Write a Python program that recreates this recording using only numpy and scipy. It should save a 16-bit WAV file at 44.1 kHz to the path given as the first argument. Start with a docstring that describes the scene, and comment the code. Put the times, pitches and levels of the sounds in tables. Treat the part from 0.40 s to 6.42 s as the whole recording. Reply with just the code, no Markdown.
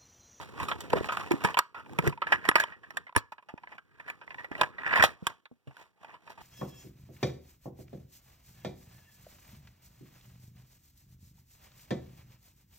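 """Hollow plastic toy in the hand

A hollow plastic toy is handled and dragged right next to a hand-held camera in a carpeted room.
Rubbing is random slips that ring the shell, with a fizz above and a rumble below.
Loose parts click: a blow and a short rattle ring the shell, plus a sharp tick and two high pings.
Knocks thump into the camera body as low swings that die quickly. A faint noise tail is the room.
The left channel is upside down, slightly late and duller than the right, and partly unlike it."""
import sys
import numpy as np
from scipy import signal
from scipy.fft import rfft, irfft, next_fast_len
from scipy.io import wavfile
from scipy.ndimage import uniform_filter1d

SR = 44100
rng = np.random.default_rng(int(sys.argv[2]) if len(sys.argv) > 2 else 0)


def materialize(psi):
    """Save the field psi as 16-bit PCM at rate SR to the path in sys.argv[1].

    A 1-D psi becomes a single channel; in a 2-D psi each row is a channel.
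    """
    bounded = np.clip(np.atleast_2d(psi).T, -1, 1)
    quanta = np.round(bounded * 32767).astype(np.int16)
    wavfile.write(sys.argv[1], SR, quanta)


N = 265482

# Strokes of rubbing. Each row: peak time in seconds, swell time in seconds, scrape level in dB,
# fizz level in dB, rumble level in dB, pitch of the rubbed spot in Hz.
STROKES = [(0.0, .1, -40, -40, -43.5, 983), (0.099, 0.42, -62.5, -54, -58.5, 951),
           (.23, 0.11, -33.5, -42, -40.5, 1094), (0.329, 0.38, -42.5, -49, -41.5, 999),
           (.45, 0.29, -50.5, -51.5, -44.5, 893), (0.583, 0.14, -31.5, -44, -36.5, 595.5),
           (0.661, 0.15, -47.5, -42, -42.5, 907), (0.794, 0.21, -37, -45, -58.5, 1245),
           (0.963, 0.87, -42, -47.5, -45, 768), (1.101, 0.3, -37, -44.5, -41, 1034),
           (1.381, 0.042, -44.5, -71.5, -54, 1357), (1.528, 0.17, -61, -60.5, -48.5, 968),
           (1.667, 0.13, -36, -43.5, -35.5, 1234), (1.941, 0.11, -32, -48.5, -40.5, 1735),
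           (2.088, 0.11, -34, -48.5, -45.5, 1790), (2.202, .05, -28, -41.5, -64.5, 1819),
           (2.298, 0.41, -46.5, -62, -54.5, 1530), (2.602, 0.44, -57.5, -64, -57, 1067),
           (3.349, 0.31, -54.5, -64.5, -61.5, 843), (3.682, 0.28, -52, -65.5, -61, 1686),
           (4.023, 0.58, -55.5, -60.5, -58, 963), (4.223, 0.11, -34, -45.5, -40, 698),
           (4.398, 0.036, -42, -70.5, -55.5, 1716), (4.479, 0.11, -34, -64.5, -61, 1782),
           (4.541, 0.12, -23.5, -59, -45.5, 1776), (4.61, 0.2, -21.5, -43, -36.5, 1724),
           (4.647, 0.16, -39, -37.5, -41.5, 1075), (4.892, 0.13, -46.5, -51.5, -59, 1035),
           (5.42, 0.15, -53, -54, -85, 927), (5.635, 0.057, -54.5, -62, -67, 900),
           (5.719, 0.15, -50, -63, -61, 794), (5.919, 0.15, -54, -54.5, -58, 792),
           (6.03, 0.072, -50.5, -48.5, -52, 885)]
# How deeply each layer follows a stroke's rise and fall: shares for scrape, fizz and rumble.
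FOLLOW_SHARES = (0.85, 0.71, 0.58)
# The faint steady floor between strokes: levels of scrape, fizz and rumble in dB.
REST_FLOOR_DB = (-90, -82, -79)
# Modes (natural tones) of the shell. Each row: pitch in Hz, width in Hz, level in dB.
SHELL_MODES = [(601.4, 158, -3.5), (862.5, 119, -0.5), (970.7, 84, 2), (1133, 136, 0), (1259.5, 55, 3),
               (1433, 130, -2), (1634, 74, 2), (1801, 99, -0.5), (1964, 70, 2.5), (2387, 140, 1.5),
               (2870, 270, -6), (3105, 190, -7.5), (3465, 370, -14), (4740, 820, -21.5)]
# The two large panels of the shell. Each row: pitch in Hz, level under a blow in dB.
PANELS = [(960, -13), (1850, -12.5)]
# Tone colour of the fizzing fibres. Each row: frequency in Hz, relative level in dB.
FIZZ_COLOUR = [(2200, 5.5), (3300, 0.5), (5500, -6.5), (9500, -14), (16500, -18)]
# Tone colour of low rumble. Each row: frequency in Hz, relative level in dB.
RUMBLE_COLOUR = [(30, -26.5), (70, 7), (140, 5), (300, -0.5), (500, -1.5), (800, -40)]
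# Parts striking the shell. Each row: time in seconds, level in dB, pitch of the struck part in Hz,
# time for the rattle to fall 60 dB in seconds, level of the tick against the ring in dB.
CLICKS = [(0.201, -21, 1045, 0.076, -16), (0.231, -33, 1069, 0.13, -2.5), (.286, -21, 1252, 0.11, -9.5),
          (0.316, -17.5, 3295, 0.06, -45), (0.407, -33.5, 4395, 0.046, 5.5), (.504, -32.5, 2910, 0.024, -6),
          (0.533, -11, 916, 0.023, -16), (0.645, -23.5, 759, 0.02, -30), (0.689, -18.5, 1347, 0.1, -47),
          (0.723, -22, 1354, 0.091, -10.5), (0.772, -16, 1234, 0.019, -19),
          (0.835, -32.5, 1378, 0.032, -23), (0.91, -18.5, 934, 0.035, -16.5),
          (0.919, -19, 2492, 0.018, -7.5), (1.04, -22.5, 1197, 0.092, -5), (1.049, -9, 934, 0.05, -13),
          (1.088, -23.5, 957, 0.023, -40), (1.145, -22.5, 2915, 0.029, -15),
          (1.172, -11.5, 938, 0.084, -17), (1.191, -7.5, 1055, 0.018, -1.5), (1.347, -31, 1367, 0.23, -24),
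          (1.398, -36.5, 1360, 0.1, -16), (1.462, -41, 898, 0.048, -26), (1.496, -38.5, 860, 0.02, -17),
          (1.535, -38, 876, 0.0052, -6.5), (1.589, -14, 2164, 0.023, -12), (1.676, -16, 2054, 0.022, -7.5),
          (1.697, -34.5, 2920, 0.022, -1), (1.727, -30, 2550, .04, -27), (1.777, -33.5, 979, 0.038, -32),
          (1.82, -16, 1248, 0.065, -62), (1.87, -21.5, 1694, 0.093, -27), (1.923, -7.5, 1735, 0.077, -21),
          (2.053, -20.5, 1855, 0.062, -20), (2.09, -4, 1879, 0.017, -9), (2.115, -17.5, 1764, 0.014, -22),
          (2.157, -5, 2145, 0.051, -13.5), (2.183, -18.5, 1698, 0.045, -21),
          (2.201, -11, 1640, 0.049, -10.5), (2.239, -19, 3213, 0.015, -11.5), (2.323, -35, 1870, 0.15, -36),
          (2.435, -37.5, 1777, 0.14, -41), (2.507, -31.5, 1830, 0.033, -14),
          (2.572, -17, 1763, 0.029, -10.5), (2.669, -37, 1980, 0.095, -29),
          (2.695, -37.5, 972, 0.021, -41.5), (2.727, -41, 1043, 0.011, -25.5),
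          (2.752, -27, 1019, 0.037, -19.5), (2.764, -7.5, 1691, 0.015, -6), (2.776, -24, 1049, 0.058, -3.5),
          (2.922, -29.5, 941, 0.055, -18), (2.983, -40, 944, 0.056, -34),
          (3.027, -46.5, 1040, 0.047, -22.5), (3.089, -33.5, 901, 0.097, -33.5),
          (3.179, -36.5, 897, 0.037, -41.5), (3.236, -34.5, 924, 0.047, -33),
          (3.274, -34.5, 1895, 0.024, -49), (3.321, -37.5, 1843, 0.092, -27.5),
          (3.383, -34.5, 1510, 0.043, -26), (3.6, -33, 1754, 0.055, -18), (3.681, -30, 1794, 0.15, -16.5),
          (3.701, -24.5, 2106, 0.028, -12), (3.815, -38, 1550, 0.096, -29), (3.879, -34, 1930, 0.0066, -37),
          (3.907, -32, 1870, 0.069, -41), (3.946, -32, 1774, 0.016, -39), (3.984, -31, 1915, 0.26, -26),
          (4.046, -28.5, 2100, 0.047, -22), (4.117, -31.5, 1793, 0.08, -48),
          (4.153, -26.5, 2057, 0.027, -26), (4.181, -35.5, 2940, 0.025, -14),
          (4.198, -32, 1644, 0.029, -30), (4.214, -6, 1017, 0.024, -9.5), (4.234, -14.5, 1788, 0.037, -35),
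          (4.384, -28, 1990, 0.094, -59), (4.465, -23, 1784, 0.12, -103), (4.517, -23, 1876, 0.056, -35),
          (4.559, -12, 1867, 0.18, -16.5), (4.576, -13.5, 1850, 0.036, -24),
          (4.626, -4.5, 1798, 0.085, -14), (4.639, -5, 782, 0.073, -7.5), (4.691, -34.5, 1730, 0.023, -21),
          (4.87, -14, 1070, 0.027, 0), (5.057, -39.5, 3480, 0.037, -28), (5.275, -48.5, 2770, 0.089, -11),
          (5.311, -45.5, 860, 0.05, -25), (5.369, -38.5, 1530, 0.023, -8), (5.392, -42, 970, .08, -18.5),
          (5.648, -32.5, 855, 0.034, -33), (5.686, -47.5, 826, 0.029, -28.5), (5.704, -54, 983, 0.04, -34),
          (5.743, -39, 999, 0.1, -21), (5.877, -36, 924, 0.045, -56.5), (5.903, -37, 864, 0.069, -7.5),
          (5.978, -40.5, 848, 0.15, -24)]
# Thin rods inside that ring on faintly after a strike. Each row: pitch in Hz, typical level in dB,
# time to fall 60 dB in seconds.
RODS = [(1072, -38.5, 0.24), (1330, -39.5, 0.17), (1670, -37.5, 0.088)]
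# Tone colour of the sharp tick. Each row: frequency in Hz, relative level in dB.
TICK_COLOUR = [(2200, -3), (3500, 4.5), (6500, -4), (13500, -7), (16500, -11)]
# Knocks felt through the camera body. Each row: time in seconds, peak level in dB, pitch in Hz,
# time to fall 60 dB in seconds (used as at least 0.01).
THUMPS = [(0.534, -12, 480, 0.054), (0.556, -22.5, 385, 0.13), (0.61, -16.5, 379, 0.013),
          (0.91, -13.5, 341.5, 0.075), (0.938, -16.5, 280.6, 0.052), (1.046, -14, 185.4, 0.041),
          (1.588, -15.5, 157, 0.043), (1.639, -24.5, 435, 0.074), (1.669, -17, 352, 0.058),
          (1.673, -16, 141.1, 0.11), (2.089, -14, 361, 0.013), (2.09, -17, 111.4, 0.017),
          (2.155, -29, 348.4, 0.062), (2.763, -15.5, 101, 0.047), (3.14, -29, 227, 0.0073),
          (4.115, -26, 278.6, 0.019), (4.211, -24.5, 499.6, 0.075), (4.639, -7, 617, 0.03),
          (4.824, -30, 171.2, 0.056), (4.868, -26, 87.6, 0.021), (5.114, -43.5, 241, 0.081),
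          (5.272, -35, 131.1, 0.13)]
# A tiny hard part that pings. Each row: start in seconds, level in dB.
PINGS = [(2.0901, -24.5), (2.7625, -20.5)]
# How alike the two channels are. Each row: frequency in Hz, likeness from 0 to 1 before scattering.
LIKENESS = [(150, 0.97), (2300, 0.99), (9000, 0.88), (15000, 0.99)]
# Tone colour of the left channel. Each row: frequency in Hz, level in dB.
LEFT_COLOUR = [(200, -0.5), (2000, -2.5), (10000, -4), (14000, -8.5)]
# How far the left bass trails. Each row: frequency in Hz, phase delay in radians.
LEFT_TRAILING = [(40, 0.39), (450, 0.48), (1500, 0.039)]

# A stroke swells to its peak, then dies at one speed; FOLLOW_SHARES scales both numbers.
SWELL_DB, FADE_DB_PER_S = 32, 381.5
FAR_DB = -12  # floor for modes far from the rubbed spot
DETUNE, UNEVEN_DB = 0.04, 4  # no two blows land alike: spread of mode pitch (share) and strength
SAG, SAG_S = 0.033, 0.011  # a knock starts high by this share of its pitch and sags in this time
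PING_HZ, PING_T60_S = 9690, 0.031  # T60 is the time to fall 60 dB
ROOM_DB, ROOM_T60_S = -27, 0.26
LAG = 20  # samples by which the left channel is late
EDGE_HZ = 16600  # upper limit of the sound


def gain_of(db):
    """Turns decibels into amplitude."""
    return 10 ** (np.asarray(db) / 20)


def evened(x):
    """Scales to an rms (average strength) of one."""
    return x / np.sqrt(np.mean(x ** 2) + 1e-20)


def peaked(x):
    """Scales so the highest peak is one."""
    return x / np.max(abs(x))


def read(points, hz):
    """Reads a curve between its points, on a log-frequency axis."""
    f, value = np.transpose(points)
    return np.interp(np.log(hz + 1), np.log(f + 1), value)


def add(mix, s, sound):
    """Mixes a sound in at time s, in seconds."""
    part = mix[max(round(s * SR), 0):][:len(sound)]
    part += sound[:len(part)]


def bins(count):
    """Lists the frequencies of a real Fourier transform, in Hz."""
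    return np.fft.rfftfreq(count, 1 / SR)


def coloured(x, points):
    """Filters a sound by a tone colour given in Hz and dB."""
    gain = gain_of(read(points, bins(len(x))))
    return irfft(rfft(x) * gain, len(x))


def modes(count, tuning=1):
    """Gives each shell mode's resonance as a complex response, one row a mode."""
    f, width, db = np.transpose(SHELL_MODES)
    signed_gain = (-1) ** np.arange(len(SHELL_MODES)) * gain_of(db)  # neighbours take opposite signs
    off_pitch = bins(count) - (f * tuning)[:, None]
    return signed_gain[:, None] / (1 + 2j * off_pitch / width[:, None])


def rung(spot_hz, slope_db, least_db):
    """Gives each mode's gain: modes far in pitch from the touched spot ring less."""
    octaves = np.log2(np.transpose(SHELL_MODES)[0][:, None] / spot_hz)
    return gain_of(np.maximum(-slope_db * abs(octaves), least_db))


def strokes(count):
    """Shapes the rubbing: three layer levels, and the spot pitch averaged by scrape power."""
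    t = np.arange(0, count / SR + .002, .001)
    s, swell, scrape_db, fizz_db, rumble_db, hz = np.transpose(STROKES)[:, :, None]
    rise_db = -SWELL_DB * np.maximum(s - t, 0) / swell
    shape_db = rise_db - FADE_DB_PER_S * np.maximum(t - s, 0)
    powers = [gain_of(2 * (db + share * shape_db))
              for db, share in zip((scrape_db, fizz_db, rumble_db), FOLLOW_SHARES)]
    spot_hz = (powers[0] * hz).sum(0) / (powers[0].sum(0) + 1e-300)
    levels = [np.sqrt(p.sum(0) + gain_of(2 * db)) for p, db in zip(powers, REST_FLOOR_DB)]
    curves = (*levels, np.maximum(spot_hz, 500))
    return (np.interp(np.arange(count) / SR, t, curve) for curve in curves)


def slipping(chance, per_s, spread_db, fade_s):
    """Makes random slips of uneven size, each fading in a few milliseconds."""
    happens = chance[1] < per_s / SR
    size = gain_of(spread_db * np.minimum(-np.log(chance[0] + 1e-9), 3)) * happens
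    return signal.lfilter([1], [1, -np.exp(-1 / (fade_s * SR))], size)


def rubbing():
    """Stick-slip grains ring the whole shell or one mode; fibres fizz above, with a rumble below."""
    count = next_fast_len(N, True)
    scrape_gain, fizz_gain, rumble_gain, spot_hz = strokes(count)
    slips = .35 + slipping(rng.random((2, count)), 380, 3.8, .002)
    # each of these contacts catches a single mode
    contacts = .8 * slipping(rng.random((2, len(SHELL_MODES), count)), 45, 3.6, .005)
    scrape_noise, fizz_noise, rumble_noise = rng.standard_normal((3, count))

    # rubbing stirs the panels 7 dB more than the table says
    panels = np.max([gain_of(db + 7.0) * rung(hz, 44.0, -13.0) for hz, db in PANELS], axis=0)
    spot = np.maximum(rung(spot_hz, 16.0, FAR_DB), panels)
    spot_share = spot / np.linalg.norm(spot, axis=0)
    grains = scrape_noise * (slips + contacts)
    rings = irfft(rfft(grains) * modes(count), count) * spot_share

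    scrape = evened(rings.sum(0))
    fizz = evened(coloured(fizz_noise * np.sqrt(slips), FIZZ_COLOUR))
    rumble = evened(coloured(rumble_noise * np.sqrt(slips), RUMBLE_COLOUR))
    return (scrape_gain * scrape + fizz_gain * fizz + rumble_gain * rumble)[:N]


def room(x):
    """The carpeted room answers with a short, dull tail of fading noise."""
    t = np.arange(SR // 2) / SR
    dull_noise = uniform_filter1d(rng.standard_normal(len(t)), size=4)
    tail = dull_noise * gain_of(-60 * t / ROOM_T60_S)
    return gain_of(ROOM_DB) * signal.fftconvolve(x, tail / np.linalg.norm(tail))[:N]


def clicks():
    """A blow and a rattle ring the struck part, the panels and the rods, and add a sharp tick."""
    out, t = np.zeros(N), np.arange(8192) / SR
    noise = rng.standard_normal((len(CLICKS), 2, len(t)))
    landing = rng.standard_normal((len(CLICKS), 2, len(SHELL_MODES)))
    rods = np.array([gain_of(db - 60 * t / t60) * np.sin(2 * np.pi * hz * t) for hz, db, t60 in RODS])
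    panels = np.max([gain_of(db) * rung(hz, 81.0, -13.5) for hz, db in PANELS], axis=0)
    ending = np.minimum((t[-1] - t) / .04, 1) ** 2  # fades the cut end to silence
    for (s, db, hz, t60, tick_db), (shake, tick_noise), (shift, uneven) in zip(CLICKS, noise, landing):
        dying = gain_of(-60 * t / max(t60, .004))
        settling = gain_of(-40.0 - 60 * t / 0.07)  # loose parts come to rest after the blow
        blow = 3.47 * np.exp(-t / 0.000056)
        rattle = shake * (1 - np.exp(-t / 0.000083)) * (dying + settling) + blow

        uneven_panels = panels * gain_of(UNEVEN_DB * uneven)[:, None]
        parts = np.maximum(rung(hz, 57.0, -14.0), uneven_panels)
        shell = modes(len(t), 1 + DETUNE * np.tanh(shift))
        ring = peaked(irfft(rfft(rattle) * (shell * parts).sum(0)))

        # rods buzz loosely: slow noise varies their strength
        buzz = evened(uniform_filter1d(tick_noise, 300))
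        hum = buzz * (gain_of(UNEVEN_DB * shift[:len(RODS)]) @ rods)

        # each part has its own high resonances: random bumps along the frequency axis
        bumps = evened(uniform_filter1d(shake[:len(t) // 2 + 1], size=70))
        bumpy_noise = irfft(rfft(tick_noise) * gain_of(7.5 * np.tanh(bumps)))
        tick_shape = (1 - np.exp(-t / 0.00049)) * (dying ** 0.95 + 2.4 * settling)
        tick = peaked(coloured(bumpy_noise, TICK_COLOUR) * tick_shape)
        add(out, s - .002, gain_of(db) * ending * (ring + hum + gain_of(tick_db) * tick))
    return out


def thumps():
    """Each knock is a low, sagging swing that dies quickly, its start softened by the contact."""
    out, t = np.zeros(N), np.arange(8192) / SR
    noise = rng.standard_normal((len(THUMPS), len(t)))
    sagging_t = t + SAG * SAG_S * (1 - np.exp(-t / SAG_S))
    for (s, db, hz, t60), shake in zip(THUMPS, noise):
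        swing = np.sin(2 * np.pi * hz * sagging_t)
        swing += 0.26 * evened(coloured(shake, RUMBLE_COLOUR))
        smooth = uniform_filter1d(uniform_filter1d(uniform_filter1d(shake, 12), 16), 20)
        swing += .5 * evened(smooth) * np.exp(-t / .004)  # rough first contact
        soft_start = (1 - np.exp(-t * hz / 0.23)) ** 2
        shape = soft_start * gain_of(-60 * t / max(t60, .01))
        add(out, s - .001, gain_of(db) * peaked(swing * shape))
    return out


def pings():
    """Each ping is one high, quickly dying ring with a slight flutter."""
    out, t = np.zeros(N), np.arange(4096) / SR
    noise = rng.standard_normal((len(PINGS), len(t)))
    for (s, db), shake in zip(PINGS, noise):
        flutter = 1 + .5 * evened(uniform_filter1d(shake, size=60))
        ring = flutter * np.sin(2 * np.pi * PING_HZ * t)
        onset = np.minimum(t / 0.00048, 1)
        add(out, s, gain_of(db - 60 * t / PING_T60_S) * onset * ring)
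    return out


def scene():
    """All sources sit close to the camera; its two ports hear the treble differently."""
    near = clicks() + thumps() + rubbing()
    near = near + room(near) + pings()
    hz, _, z = signal.stft(near, SR, nperseg=128)
    alike = np.clip(read(LIKENESS, hz), 0, 1)[:, None]
    scatter = np.exp(2j * np.pi * rng.random(z.shape))  # random phases make one port differ
    mixed = z * (alike + 2.6 * np.sqrt(1 - alike ** 2) * scatter)
    other = signal.istft(mixed, SR, nperseg=128)[1][:N]
    # the deepest bass is cut away below about 62 Hz
    return signal.lfilter(*signal.butter(2, 62., "high", fs=SR), [other, near])


def record(dry):
    """Turns the left upside down, late and duller with trailing bass; adds hiss and limits the band."""
    padded = np.pad(dry[0], (LAG, next_fast_len(N + 999, True) - N - LAG))
    late = coloured(padded, LEFT_COLOUR)
    trailing = np.exp(-1j * read(LEFT_TRAILING, bins(len(late))))
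    left = -irfft(rfft(late) * trailing, len(late))[:N]
    right = dry[1]
    hiss = gain_of(-90.5) * rng.standard_normal((2, N))
    wired = np.clip(np.array([left, right]) + hiss, -1, 1)
    band_limit = signal.firwin(511, EDGE_HZ, window=("kaiser", 9), fs=SR)
    return signal.oaconvolve(wired, band_limit[None], "same")


dry = scene()
out = record(dry)
materialize(out)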